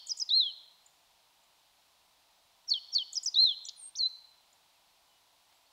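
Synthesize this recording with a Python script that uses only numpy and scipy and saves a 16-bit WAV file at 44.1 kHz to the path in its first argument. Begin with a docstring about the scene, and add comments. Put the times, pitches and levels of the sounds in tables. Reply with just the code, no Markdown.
"""Bunting in a bare tree.

The end of one song, a pause, then a whole song. Each syllable is a few gliding whistles from
the two sides of the syrinx, scattered by twigs and echoed by the surroundings.
Other birds chip faintly and one tiny tick sounds, over distant traffic and a soft hiss."""
import sys
import numpy as np
from scipy import signal
from scipy.fft import rfft, irfft
from scipy.io import wavfile
from scipy.ndimage import uniform_filter1d, map_coordinates

SR = 44100
rng = np.random.default_rng(int(sys.argv[2]) if len(sys.argv) > 2 else 0)


def master(y):
    """Save y as 16-bit WAV."""
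    cut = np.clip(np.atleast_2d(y).T, -1, 1)
    pcm = np.round(cut * 32767)  # scale
    wavfile.write(sys.argv[1], SR, pcm.astype(np.int16))


N = 252252
LEAD_S = .5  # lets notes before time zero echo into the scene

# syllables named in the song and chip tables, a whistle per row:
# delay_s, effort_db, swell_db, attack_s, release_s, trill_depth_hz, glide [(time_s, pitch_hz)]
STEP_DOWN = [ (0, 1.7, 0.87, 0.042, .01, 0, [(0, 6100), (.027, 5150), (.031, 7090), (.035, 4700),
             (.046, 4490), (.062, 4130)]), (0.064, 0.071, -1.3, .005, .014, 0.0046, [(0, 4940),
             (.005, 3604), (.013, 3306), (.058, 2900)])]
TWITTER = [ (0, 1, 0.15, .012, 0.0021, 0, [(0, 9400), (.012, 6500), (.018, 8700), (.027, 6500),
           (.035, 9000)]), (.002, 0.37, 0, 0.0022, .004, 0, [(0, 11300), (.007, 9400), (.015, 8200)]),
           (.033, 0.89, -1.5, 0.00309, 0.0091, 0, [(0, 5000), (.0095, 6370), (.019, 5300), (.025, 4960),
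           (.036, 4950)])]
ARCH = [(0, -5.5, 0, 0.0058, 0.012, 0.012, [(0, 3290), (.008, 4400), (.016, 4456)]),
        (.005, 0, 1, .018, 0.042, 0.018, [(0, 3200), (.019, 3730), (.045, 4015), (.077, 4245), (.102, 4130),
        (.146, 3515), (.21, 2786)])]  # opens with a flick from the other side of the syrinx
LONG_ARCH = [ARCH[0], (0.0046, -0.62, 0.93, 0.017, 0.045, 0, [(0, 3200), (.019, 3680), (.045, 4000),
             (.08, 4280), (.106, 4070), (.142, 3470), (.205, 3084), (.235, 2760)])]
FLOURISH = [ (0, -5.5, 0.0029, 0.034, 0.015, 0, [(0, 7300), (.017, 8000), (.0213, 5400), (.027, 8600),
            (.032, 7070), (.05, 6870)]), (.049, -4, 0, 0.0084, 0.0016, 0, [(0, 2120), (.005, 3615),
            (.009, 7080), (.015, 2100)])]
THIN_WHISTLE = [(.001, 0.028, 6, 0.044, 0.018, 0.0025, [(3.755, 11400), (3.779, 9700), (3.797, 9020),
                (3.843, 8470), (3.905, 8740)])]
LAST_SLUR = [ (-.001, -5, 10, 0.0031, 0.0017, 323, [(0, 2330), (.007, 5540), (.019, 6160), (.031, 6440),
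             (.037, 5200)]), (0.032, -6.5, 5, 0.0017, 0.023, 2.5, [(0, 5480), (.005, 4600), (.02, 4290),
             (.05, 4023), (.075, 4025), (.1, 4250)])]
CHIP = [(0, 0, 0, 0.0037, 0.015, 0.0065, [(0, 7750), (.0035, 6820), (.008, 7280), (.016, 7370)]),
        (.001, 0, 0, .004, 0.0038, 0.0088, [(0, 8900), (.0035, 7980), (.011, 9300)])]  # another bird, two-voiced


def bunting():
    """Near singer: syllables of whistles, heard through the branches."""
    # both songs: start_s, syllable, gain_db
    song = [(-.39, STEP_DOWN, 12), (-.145, STEP_DOWN, -5), (.0607, TWITTER, -5), (.165, TWITTER, -4.5),
            (.2876, LONG_ARCH, -2), (2.670, STEP_DOWN, -2.5), (2.9155, STEP_DOWN, -1.9),
            (3.1212, TWITTER, -3.5), (3.225, TWITTER, -1.5), (3.340, ARCH, -1), (3.633, FLOURISH, 1),
            (3.750, THIN_WHISTLE, 6.5), (3.952, LAST_SLUR, 1.2)]
    return outdoors(sing(song), scatter_db=-20.5)


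def sing(syllables):
    """One dry track of whistles, starting LEAD_S before the scene."""
    track = np.zeros(N + 2 * SR)
    for start_s, syllable, gain_db in syllables:
        for delay_s, *shape in syllable:
            sound = whistle(*shape)
            at = max(int((start_s + delay_s + LEAD_S) * SR), 0)
            track[at:at + len(sound)] += from_db(gain_db) * sound
    return track


def whistle(effort_db, swell_db, attack_s, release_s, trill_depth_hz, glide):
    """One side of the syrinx: loudest dwelling on a favoured pitch; overtones grow with effort."""
    # throat and beak response, peak near 4 kHz: pitch_hz, gain_db
    throat = [(2200, -43.5), (2900, -35.5), (3400, -27.5), (3750, -21.5), (4150, -16.5), (4950, -25),
              (5500, -25), (6200, -29.5), (6800, -35), (8500, -49.5), (11000, -56)]
    # second harmonic relative to the tone at full effort: pitch_hz, level_db
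    second_harmonic = [(3200, -42.5), (4200, -57), (5200, -49.5), (6200, -33.5), (7200, -26.5)]
    trill_rate_hz, jitter_share, shimmer_db = 180, .003, 1.94
    sweep_loss_db, sweep_hz_per_s, settle_s = 7.5, 640000, .0018  # quick sweeps are quieter
    knots_s, knots_hz = np.transpose(glide)
    knots_s = np.maximum.accumulate(knots_s - knots_s[0])
    length_s = knots_s[-1]
    t = np.arange(0, length_s, 1 / SR)
    rounding = max(int(np.diff(knots_s).min() * SR / 2), 1)  # turns take half the quickest leg
    pitch_hz = uniform_filter1d(np.interp(t, knots_s, knots_hz), size=rounding, mode="nearest")
    pitch_hz += trill_depth_hz * np.sin(2 * np.pi * trill_rate_hz * t)
    loss_db = sweep_loss_db * np.tanh(np.abs(np.gradient(pitch_hz)) * SR / sweep_hz_per_s)
    throat_db = np.interp(pitch_hz, *np.transpose(throat))
    voice_db = uniform_filter1d(throat_db - loss_db, size=int(settle_s * SR))
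    drive_db = effort_db + swell_db * (t / length_s - 1) + shimmer_db * waver(len(t), 200)
    ramp = np.clip(np.minimum(t / attack_s, (length_s - t) / release_s), 0, 1)
    level = np.sin(np.pi / 2 * ramp) ** 2 * from_db(drive_db + voice_db)
    phase = 2 * np.pi * np.cumsum(pitch_hz * (1 + jitter_share * waver(len(t), 500))) / SR
    second = from_db(effort_db + np.interp(pitch_hz, *np.transpose(second_harmonic)))
    third = from_db(-35) * level
    harmonics = enumerate([1, second, third], 1)
    return level * sum(gain * np.sin(k * phase) * (k * pitch_hz < SR / 2) for k, gain in harmonics)


def outdoors(x, scatter_db):
    """Distinct echoes, short scatter from branches, long scatter from trees; treble dies first."""
    # nearby hard surfaces: delay_ms, gain_db
    echoes = [(4.0, -12.5), (7.6, -22), (11.5, -23)]
    tail_t60_s, treble_t60_s, branch_t60_s = .8, .62, .13
    trees_delay_s, trees_db, branch_db = .17, -14, -22
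    t = np.arange(SR) / SR
    trees = from_db(trees_db) * np.exp(-((t - trees_delay_s) / .037) ** 2)  # smeared far echo
    tail = band(rng.standard_normal(SR), 3000, 6000) * (from_db(-60 * t / tail_t60_s) + trees)
    tail += band(rng.standard_normal(SR), 3400, 10000) * from_db(-60 * t / treble_t60_s)
    tail *= 1 - np.exp(-t / .0075)
    branches = rng.standard_normal(SR) * from_db(-60 * t / branch_t60_s) * (t > .002)
    response = from_db(scatter_db) * tail / np.linalg.norm(tail) / np.sqrt(2)
    response += from_db(branch_db) * branches / np.linalg.norm(branches)
    response[0] += 1  # direct path
    for delay_ms, gain_db in echoes:
        response[round(delay_ms * SR / 1000)] += from_db(gain_db)
    return signal.fftconvolve(x, response)[int(LEAD_S * SR):][:N]


def far_birds(attack_s=.007, release_s=.012):
    """Chips and plain slides from farther off, strongly scattered."""
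    # one bird's chips: start_s, syllable, gain_db
    chips = [(.859, CHIP, -14.5), (1.434, CHIP, -28), (4.526, CHIP, -22.5)]
    # other birds' slides: start_s, length_s, first_hz, last_hz, gain_db
    slides = [(4.748, 0.029, 2750, 2420, -31), (5.087, 0.12, 3020, 2886, -41),
              (5.538, .04, 7400, 8200, -32), (5.655, 0.026, 4100, 4770, -49)]
    calls = list(chips)
    for start_s, length_s, first_hz, last_hz, gain_db in slides:
        glide = [(0, first_hz), (length_s, last_hz)]
        calls.append((start_s, [(.0013, .0028, .0015, attack_s, release_s, .0081, glide)], gain_db))
    return outdoors(sing(calls), scatter_db=-9)


def tick(start_s=5.526, level_db=-63, t60_s=.04):
    """One tiny dry tick of decaying noise."""
    t = np.arange(N) / SR - start_s
    envelope = from_db(level_db - 60 * np.abs(t) / t60_s) * (t > 0)
    return envelope * rms_one(band(rng.standard_normal(N), 760, 4500))


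def traffic_and_hiss(rms_db=-67.5):
    """Steady far traffic and hiss: shaped noise."""
    # noise spectrum: frequency_hz, relative_density_db
    spectrum = [(15, -32.5), (25, -5), (71, -7.5), (173, -11.5), (215, -15), (289, -9.5), (313, -12),
                (469, -10.5), (703, -0.5), (997, 1), (1080, -3.5), (1660, -9.5), (3930, -2.5), (6550, -11),
                (15500, -16.5)]
    knots_hz, density_db = np.transpose(spectrum)
    bins_hz = np.maximum(np.arange(N // 2 + 1) * SR / N, 1)
    gain = from_db(np.interp(np.log(bins_hz), np.log(knots_hz), density_db))
    return from_db(rms_db) * rms_one(irfft(rfft(rng.standard_normal(N)) * gain, N))


def far_hum():
    """Faint tones with wandering phase."""
    # hum lines: pitch_hz, rms_db
    lines = [(171, -100), (195, -100), (300, -99), (684, -89)]
    t = np.arange(N) / SR
    return sum(np.sqrt(2) * from_db(rms_db) * np.sin(2 * np.pi * pitch_hz * t + .8 * waver(N, 4.4))
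               for pitch_hz, rms_db in lines)


def from_db(db):
    return 10 ** (np.asarray(db) / 20)


def rms_one(x):
    return x / np.sqrt(np.mean(x ** 2) + 1e-20)


def band(x, low_hz, high_hz):
    return signal.sosfilt(signal.butter(2, [low_hz, high_hz], "band", fs=SR, output="sos"), x)


def waver(size, rate_hz):
    """Smooth random drift, spread about 1."""
    at = np.arange(size) * rate_hz / SR
    return map_coordinates(rng.standard_normal(1024), [at], order=3, mode="wrap")


def scene():
    """Mono mix of birds and background."""
    return (bunting() + far_birds() + tick() + traffic_and_hiss() + far_hum())[None]


def record(dry):
    """Steep low-pass."""
    cutoff_hz = 15750
    return signal.fftconvolve(dry, signal.firwin(511, cutoff_hz, fs=SR)[None], mode="same")


dry = scene()
out = record(dry)
master(out)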